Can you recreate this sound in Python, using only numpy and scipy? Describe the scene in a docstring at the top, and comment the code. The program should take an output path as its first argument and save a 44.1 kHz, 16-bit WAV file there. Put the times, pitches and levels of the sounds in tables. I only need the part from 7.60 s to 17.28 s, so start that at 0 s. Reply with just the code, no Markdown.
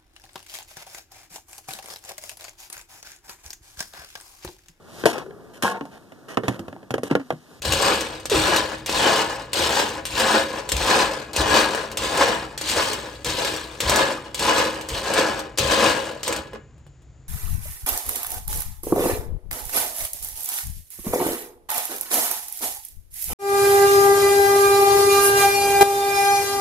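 """Cockles grind and clatter as a knife stirs them in a steel bowl of water: fourteen strokes and a short dip.
Each stroke ticks on the top shells, bumps the bowl on the kitchen sink's floor and ploughs through
the heap. Shells grind under water and click above it, bowl and sink ring, the water gulps and settles.
A close stereo microphone hears it over short echoes and the room's faint rumble and hiss."""
import sys
import numpy as np
from scipy import signal
from scipy.fft import rfft, irfft, next_fast_len
from scipy.io import wavfile
from scipy.ndimage import map_coordinates

SR = 44100
rng = np.random.default_rng(int(sys.argv[2]) if len(sys.argv) > 2 else 0)


def wrap_up_sound(samples):
    """Save the sound to the file named by the first command line argument, as 16-bit audio."""
    columns = np.atleast_2d(samples).T
    # keep every value between -1 and 1, then stretch to whole-number steps
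    tamed = np.clip(columns, -1, 1)
    steps = np.round(tamed * 32767).astype(np.int16)
    wavfile.write(sys.argv[1], SR, steps)


N = 426888
TOP_HZ = 16100

# knife strokes: (touch [s], touch to plunge [s], touch to crest [s], grinding at plunge [dB],
# grinding at crest [dB], clatter at crest [dB], settling [dB/s], touch tick [dB], bump [dB])
KNIFE_STROKES = [ (0.0198, 0.031, 0.23, -31.5, -22, -23, 68.5, -19, -19),
                 (0.6978, 0.023, 0.2, -25, -23, -25, 83.5, -12.5, -17.5),
                 (1.261, 0.035, 0.2, -29, -18.5, -22, 70, -13.5, -28.5),
                 (1.932, 0.028, 0.19, -29.5, -21.5, -22.5, 91, -10, -28),
                 (2.4534, 0.076, 0.16, -32.5, -20, -22.5, 53.5, -13, -28.5),
                 (3.0905, 0.029, .239, -35, -18.5, -22, 85.5, -13, -19.5),
                 (3.7324, 0.044, 0.21, -27, -18.5, -23.5, 62, -20, -21),
                 (4.372, 0.011, 0.24, -31, -21, -28, 88.5, -10.5, -28.5),
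                 (4.9771, 0.072, 0.18, -35.5, -23.5, -23, 63, -15.5, -31),
                 (5.6458, 0.016, 0.15, -30, -28.5, -27.5, 46, -13.5, -26.5),
                 (6.204, 0.016, 0.12, -33.5, -18, -23, 80.5, -8.5, -20),
                 (6.7451, 0.062, .145, -31.5, -19.5, -23, 70.5, -14, -33.5),
                 (7.2873, 0.016, 0.29, -33.5, -21, -29.5, 83.5, -15, -26),
                 (7.9753, 0.016, 0.22, -29.5, -18, -22, 70.5, -13, -19.5),
                 (8.6316, .04, 0.041, -30, -29.5, -35.5, 133, -14.5, -35)]
# resonances of the bowl in the sink: (frequency [Hz], width [Hz], lift [dB])
BOWL_MODES = [(221.2, 15, 8.5), (315.3, 12.2, 12.5), (423, 52, 3.5), (499, 57, 7), (544, 30.5, 12.5),
              (669.5, 12, 8), (794, 19, 7.5), (851, 35, 8.5), (1012, 101, 11), (1251, 42, 4.5),
              (1467, 29, 6.5), (1676, 80, 10.5), (1930, 60, -12), (2507, 60, 8), (2923, 75, 10.5)]
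# hollow slosh spectrum: (frequency [Hz], level [dB])
SLOSH_SPECTRUM = [(30, -20.5), (70, -4.5), (160, -6.5), (270, -4.5), (450, -0.5), (700, -9.5),
                  (1500, -19.5), (3000, -23), (9000, -55)]


def amp(db):
    """Decibels to gain."""
    return 10 ** (np.asarray(db) / 20)


def unit(x):
    """Scale to rms 1."""
    return x / np.sqrt(np.mean(x ** 2) + 1e-20)


def along(points, hz):
    """Read (Hz, value) points on a log axis."""
    f, v = np.transpose(points)
    return np.interp(np.log(hz + 1), np.log(f + 1), v)


def add(track, s, sound):
    """Mix a sound into a track at time s."""
    start = max(0, round(s * SR))
    part = track[start:start + len(sound)]
    part += sound[:len(part)]


def filtered(x, response):
    """Apply a complex function of frequency to x."""
    m = next_fast_len(N + SR // 2)
    return irfft(rfft(x, m) * response(np.fft.rfftfreq(m, 1 / SR)), m)[..., :N]


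def through(x, response):
    """Convolve with an impulse response."""
    return signal.oaconvolve(x, response)[:N]


def body(spectrum, modes=(), size=16384):
    """Minimum-phase impulse response of energy 1: a broad spectrum plus resonances."""
    hz = np.fft.rfftfreq(size, 1 / SR)
    lift = 1 + sum((amp(db) ** 2 - 1) / (1 + (2 * (hz - f) / width) ** 2) for f, width, db in modes)
    cepstrum = irfft(np.log(amp(along(spectrum, hz)) * np.sqrt(np.abs(lift))))
    cepstrum[1:size // 2] *= 2
    cepstrum[size // 2 + 1:] = 0
    response = irfft(np.exp(rfft(cepstrum)))
    return response / np.linalg.norm(response)


def collisions(level_db, per_s, spread_db):
    """Random impulses, per_s at -25.5 dB; a harder push makes them denser and bigger."""
    chance = np.clip(per_s * amp(.38 * (level_db + 25.5)) / SR, 1e-5, 1)
    size = unit(amp(spread_db * np.minimum(rng.standard_normal(N), 1.8)))
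    hits = (rng.random(N) < chance) * size * rng.choice([-1, 1], N)
    return hits * amp(level_db) / np.sqrt(chance)


def hush():
    """Low rumble and faint hiss of the room."""
    # room noise: (frequency [Hz], level [dB])
    spectrum = [(15, -37.5), (25, -21.5), (64, -4), (93, -14), (135, -7), (212, -31.5), (240, -24),
                (366, -29.5), (900, -39), (2420, -44.5), (4740, -51.5), (6200, -51), (7100, -38),
                (7700, -53), (9500, -72), (12400, -103), (20900, -120)]
    mid, side = unit(filtered(rng.standard_normal((2, N)), lambda hz: amp(along(spectrum, hz))))
    return amp(-47) * np.array([mid + amp(-10) * side, mid - amp(-40.5) * side])


def shell_click(ring_hz=4780, ring_t60_s=.07, crack_t60_s=.028, scatter_t60_s=.086):
    """One contact: a hard crack, its scatter among the shells and six inharmonic modes."""
    t = np.arange(SR // 12) / SR
    hz = ring_hz * np.exp(rng.uniform(-.6, .64, size=6))
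    ring = unit(np.sin(2 * np.pi * hz[:, None] * t).sum(0)) * amp(-9.5 - 60 * t / ring_t60_s)
    fade = amp(-60 * t / crack_t60_s) + amp(-7 - 60 * t / scatter_t60_s)
    return rng.standard_normal(len(t)) * fade + ring


def contacts(touch_knock_db=-13.5, glint_db=-11):
    """The blade hits a shell, skips on its ribs and knocks the bowl; its edge glints. Drips come last."""
    # shell ticks, bowl knocks and a few faint last drips: (time [s], tick [dB], knock [dB])
    impacts = [(0.053, -16, -20), (0.1224, -6.5, -32.5), (0.1352, -13, -13), (0.2228, -10.5, -13.5),
               (0.4082, -14, -31), (0.599, -31, -40), (0.6555, -15, -21.5), (0.962, -6, -11),
               (1.294, -18, -14), (2.4705, -21.5, -30), (2.5988, -9, -27), (3.1187, -7, -23),
               (3.1667, -14, -35), (3.7628, -8, -15), (4.148, -17, -14), (4.3156, -22, -45.5),
               (4.573, -13.5, -15), (5.013, -15.5, -21.5), (5.0985, -13, -33), (5.3313, -13, -30),
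               (5.848, -13.5, -26.5), (5.962, -19.5, -42), (6.2958, -4.5, -11), (6.3592, -5.5, -13),
               (6.794, -11.5, -31), (6.982, -13, -11), (7.211, -23, -34), (7.5369, -10.5, -16),
               (7.7922, -19.5, -22), (7.9851, -5, -16.5), (8.6786, -11, -22.5), (8.7255, -13, -16.5),
               (8.7623, -16.5, -41.5), (8.9332, -37, -26.5), (9.1803, -54, -48), (9.266, -47.5, -42),
               (9.42, -53, -55)]
    # spectra of shell tick, steel edge and bowl knock: (frequency [Hz], level [dB])
    tick_spectrum = [(300, -24), (1200, -1.5), (2800, 5), (5000, 3.5), (8500, 2), (12000, -1.5),
                     (16000, -18)]
    glint_spectrum = [(2500, -14.5), (5500, 4.5), (8000, 6.5), (12000, -2.5), (16000, -3.5)]
    knock_spectrum = [(60, -36), (250, -5.5), (480, -1), (900, -9.5), (1600, -10), (3000, -16.5),
                      (9000, -45)]
    ticks, knocks = np.zeros((2, N))
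    touches = [(s, tick_db, tick_db + touch_knock_db) for s, *_, tick_db, _ in KNIFE_STROKES]
    for s, tick_db, knock_db in touches + impacts:
        for delay_s, skip_db in ((0, 0), (rng.uniform(.004, .011), -7)):
            add(ticks, s + delay_s, amp(tick_db + skip_db - 11.5) * shell_click())
        add(knocks, s, amp([knock_db + 17.5]))
    shell = through(ticks, body(tick_spectrum))
    glint = amp(glint_db) * through(ticks, body(glint_spectrum))
    return shell + glint + through(knocks, body(knock_spectrum, BOWL_MODES))


def swell(t, plunge_s, crest_s, entry_db, crest_db, settle_db_per_s, bite_db=12, hold_s=.077):
    """Stroke level in dB, t seconds after the touch: bite, growing push, crest, settling."""
    times_s = [0, plunge_s, max(crest_s, plunge_s)]
    rise_db = np.interp(t, times_s, [entry_db - bite_db, entry_db, crest_db], left=-120)
    return rise_db - settle_db_per_s * np.maximum(t - crest_s - hold_s, 0)


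def jams(depth_db=1.64, per_s=24):
    """Shells jam and give way: a smooth random level change in dB."""
    knots = rng.standard_normal(int(N * per_s / SR) + 4)
    return depth_db * map_coordinates(knots, [np.arange(N) * per_s / SR])


def surges(t, half_width_s=.026):
    """Lift in dB as a clump of shells gives way, under the blade or sliding back."""
    # slipping clumps: (time [s], grinding lift [dB], clatter lift [dB])
    clumps = [(0.14, 1.5, 3), (0.314, 3, -1.5), (0.515, 3, 3.5), (0.93, 6.5, 1), (1.136, 9, 4.5),
              (1.486, 2, -1), (1.80, 2.5, 2.5), (2.39, 8, -2), (2.755, 3.5, 1.5), (2.989, 7.5, 5),
              (3.415, 1.5, 1), (3.845, 3, -8), (3.975, 2, 5.5), (4.615, 6, 8.5), (5.105, 0.5, 8.5),
              (5.191, 4.5, -0.5), (5.464, 6.5, 0.5), (6.81, 2.5, 2.5), (6.89, 2.5, 1.5), (7.588, 3.5, 7),
              (8.25, 2, 2.5), (8.955, 18, 6)]
    return sum(np.outer(lifts_db, np.exp(-((t - s) / half_width_s) ** 2)) for s, *lifts_db in clumps)


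def stirring(surface_settle_ratio=1.21):
    """Grinding and clatter levels in dB; each stroke takes over as the one before settles."""
    t = np.arange(N) / SR
    grind_db = clatter_db = np.full(N, -120.)
    for s, plunge_s, crest_s, entry_db, crest_db, surface_crest_db, db_per_s, _, _ in KNIFE_STROKES:
        submerged_db = swell(t - s, plunge_s, crest_s, entry_db, crest_db, db_per_s)
        surface_entry_db = -26.5 + .85 * (entry_db + 30)
        surface_db = swell(t - s, plunge_s, crest_s, surface_entry_db, surface_crest_db,
                           surface_settle_ratio * db_per_s)
        grind_db = np.maximum(grind_db, submerged_db)
        clatter_db = np.maximum(clatter_db, surface_db)
    return np.array([grind_db, clatter_db]) + jams() + surges(t)


def grinding(level_db):
    """Gentle motion sloshes; a hard push scrapes shells over the steel. Both ring the bowl."""
    # submerged scrape: (frequency [Hz], level [dB])
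    scrape_spectrum = [(60, -20), (260, -8.5), (500, -3), (1000, -1.5), (1900, -3.5), (3000, -10.5),
                       (5000, -10), (9000, -21), (16000, -59.5)]
    push_db = level_db + 24.5
    soft_hits = collisions(level_db - .22 * push_db, per_s=1100, spread_db=5.5)
    hard_hits = collisions(level_db + .18 * push_db, per_s=1400, spread_db=1.5)
    slosh = through(soft_hits, body(SLOSH_SPECTRUM, BOWL_MODES))
    scrape = through(hard_hits, body(scrape_spectrum, BOWL_MODES))
    return amp(-5) * slosh + amp(-1) * scrape


def clatter(level_db, crack_t60_s=.031, ring_t60_s=.028, ring_hz=5200):
    """Shells click together at the surface, each click with its own crack and pitch."""
    # shells in air: (frequency [Hz], level [dB])
    spectrum = [(300, -31.5), (1200, -7.5), (2500, 4), (4300, 4), (5600, -2), (8500, 0), (11500, -7),
                (16000, -18.5)]
    hits = collisions(level_db, per_s=1200, spread_db=3)
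    t = np.arange(400) / SR
    fade = amp(-60 * t / crack_t60_s) ** 2
    crack_power = np.abs(through(hits ** 2, fade / fade.sum()))
    cracks = rng.standard_normal(N) * np.sqrt(crack_power)
    onsets = np.flatnonzero(hits)
    hz = np.minimum(ring_hz * np.exp(.455 * rng.standard_normal(N)[onsets]), TOP_HZ)
    ring = np.sin(2 * np.pi * hz[:, None] * t) * amp(-60 * t / ring_t60_s)
    ring *= (hits[onsets] / np.linalg.norm(ring, axis=1))[:, None]
    samples = onsets[:, None] + np.arange(len(t))
    rings = np.bincount(samples.ravel(), ring.ravel(), N)[:N]
    return through(amp(-4) * cracks + amp(-8) * rings, body(spectrum))


def bumps(flex_hz=65, t60_s=.68, attack_s=.0072):
    """Each plunge flexes the thin sink floor and heaves the water: a loose low rumble."""
    # heaving water: (frequency [Hz], level [dB])
    spectrum = [(25, -17.5), (50, 3.5), (120, -1.5), (200, -14), (500, -47.5)]
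    out, t = np.zeros(N), np.arange(SR // 2) / SR
    heave = unit(filtered(rng.standard_normal(N), lambda hz: amp(along(spectrum, hz))))
    envelope = amp(-60 * t / t60_s) * (1 - np.exp(-t / attack_s))
    for s, plunge_s, *_, bump_db in KNIFE_STROKES:
        flex = np.sin(2 * np.pi * flex_hz * np.exp(.12 * rng.standard_normal()) * t)
        boom = amp(-4) * flex + amp(-1) * heave[round(s * SR):][:len(t)]
        add(out, s + plunge_s, amp(bump_db - 8) * boom * envelope)
    return out


def wash(gain_db=-10, fade_db_per_s=110):
    """Each plunge shoves water aside: a hollow slosh that scales with its bump."""
    t = np.arange(N) / SR
    plunges_db = [np.where(t > s + plunge_s, bump_db - fade_db_per_s * (t - s - plunge_s), -120)
                  for s, plunge_s, *_, bump_db in KNIFE_STROKES]
    hits = collisions(np.max(plunges_db, axis=0) + gain_db, per_s=1500, spread_db=3)
    return through(hits, body(SLOSH_SPECTRUM, BOWL_MODES))


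def bubble(hz, t60_s, glide):
    """A ringing air pocket whose pitch glides as it fades."""
    t = np.arange(int(t60_s * SR)) / SR
    phase = 2 * np.pi * hz * (t + glide * t * t / (2 * t60_s))
    return 2 * np.sin(phase) * amp(-60 * t / t60_s) * (1 - np.exp(-t * hz / 2))


def water(level_db, bubble_count=600):
    """Big air pockets gulp shut behind the blade; small bubbles follow the stirring level."""
    # air pockets: (time [s], pitch [Hz], level [dB], t60 [s], glide [share of pitch])
    gulps = [(0.712, 550, -25, 0.087, -0.32), (0.715, 455, -11, 0.122, -0.77),
             (0.762, 330, -19, 0.2, -0.26), (0.887, 348, -12.5, 0.049, 0.14),
             (5.78, 499, -22, 0.066, 0.056), (6.58, 1170, -27, .04, .2), (8.69, 488, -17.5, 0.07, .1),
             (8.938, 432, -27, .06, 0.4)]
    out = np.zeros(N)
    for s, hz, db, t60_s, glide in gulps:
        add(out, s, amp(db) * bubble(hz, t60_s, glide))
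    for when, pitch, depth in rng.random((bubble_count, 3)):
        i, hz = int(when * N), 400 * 6 ** pitch
        bubble_db = level_db[i] + 2 - 12 * depth
        add(out, i / SR, amp(bubble_db) * bubble(hz, t60_s=28 / hz, glide=.28))
    return out


def tail(t60_points):
    """Diffuse decay of energy 1 from (frequency [Hz], t60 [s]) points."""
    hz, t, noise = signal.stft(rng.standard_normal(SR // 3), SR, nperseg=128)
    ring = signal.istft(noise * amp(-60 * t / along(t60_points, hz)[:, None]), SR, nperseg=128)[1]
    return ring / np.linalg.norm(ring)


def echoes(x, t60_points, hop=12288):
    """Diffuse echoes, with a fresh tail per block so no fixed pitch rings."""
    out, fade = np.zeros(N + hop), signal.get_window("hann", 2 * hop)
    padded = np.pad(x, (hop, 2 * hop))
    for i in range(0, N + hop, hop):
        add(out, i / SR, signal.fftconvolve(padded[i:i + 2 * hop] * fade, tail(t60_points)))
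    return out[hop:]


def kitchen(x):
    """Direct sound and room echoes in the centre; the sink walls scatter sound in from the sides."""
    # room decay: (frequency [Hz], t60 [s])
    room_t60 = [(200, 0.59), (700, 0.32), (2000, 0.6), (6000, 0.19), (14000, 0.23)]
    # left-right likeness: (frequency [Hz], likeness [0..1])
    likeness = [(100, .99), (450, 0.97), (750, 0.92), (3000, 0.84), (4500, 0.86), (7000, 0.82), (8500, 1),
                (16000, 1)]

    def mid_side_gains(hz):
        angle_rad = np.arccos(np.clip(along(likeness, hz), -1, 1)) / 2
        return np.array([np.cos(angle_rad), np.sin(angle_rad)])

    centre = amp(-1.5) * x + amp(-10.5) * echoes(x, room_t60)
    sides = amp(5) * echoes(x, t60_points=[(300, .17), (1500, .17), (5000, .077)])
    mid, side = filtered(np.array([centre, sides]), mid_side_gains)
    return np.array([mid + side, mid - side])


def scene():
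    """The stirred bowl in the kitchen; the bumps' long waves reach both channels alike."""
    grind_db, clatter_db = stirring()
    bowl = grinding(grind_db) + clatter(clatter_db) + contacts() + water(grind_db) + wash()
    return kitchen(bowl) + amp(2.5) * bumps() + hush()


def record(dry, low_cut_hz=36, ceiling=.85):
    """Microphone pair: low cut, leftward lean, treble phase offset, rounded peaks, band limit."""
    # channel balance: (frequency [Hz], left minus right [dB])
    lean_db = [(450, 0.5), (560, -0.5), (630, 9.5), (850, 5.5), (1000, -0.5), (1400, 5.5), (2100, -0.5),
               (2900, 5.5), (3600, 1), (4900, 6), (5800, 1), (7200, 3), (8600, 0)]
    # channel phase: (frequency [Hz], left lead [rad])
    lead_rad = [(1800, 0), (2800, .8), (4500, .2), (5400, .6), (6600, .1), (7400, .6), (8600, -.1),
                (9900, -3), (10600, -3.3), (11600, -6.1), (12500, -6.5), (13400, -9.3), (14100, -9.6),
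                (15000, -12.4), (16000, -12.8)]
    half = np.array([[.5], [-.5]])
    cut = signal.sosfilt(signal.butter(4, low_cut_hz, "highpass", fs=SR, output="sos"), dry)
    heard = filtered(
        cut, lambda hz: amp(half * along(lean_db, hz)) * np.exp(1j * half * along(lead_rad, hz)))
    rounded = heard / (1 + np.abs(heard / ceiling) ** 6) ** (1 / 6)
    return filtered(rounded, lambda hz: hz < TOP_HZ)


dry = scene()
out = record(dry)
wrap_up_sound(out)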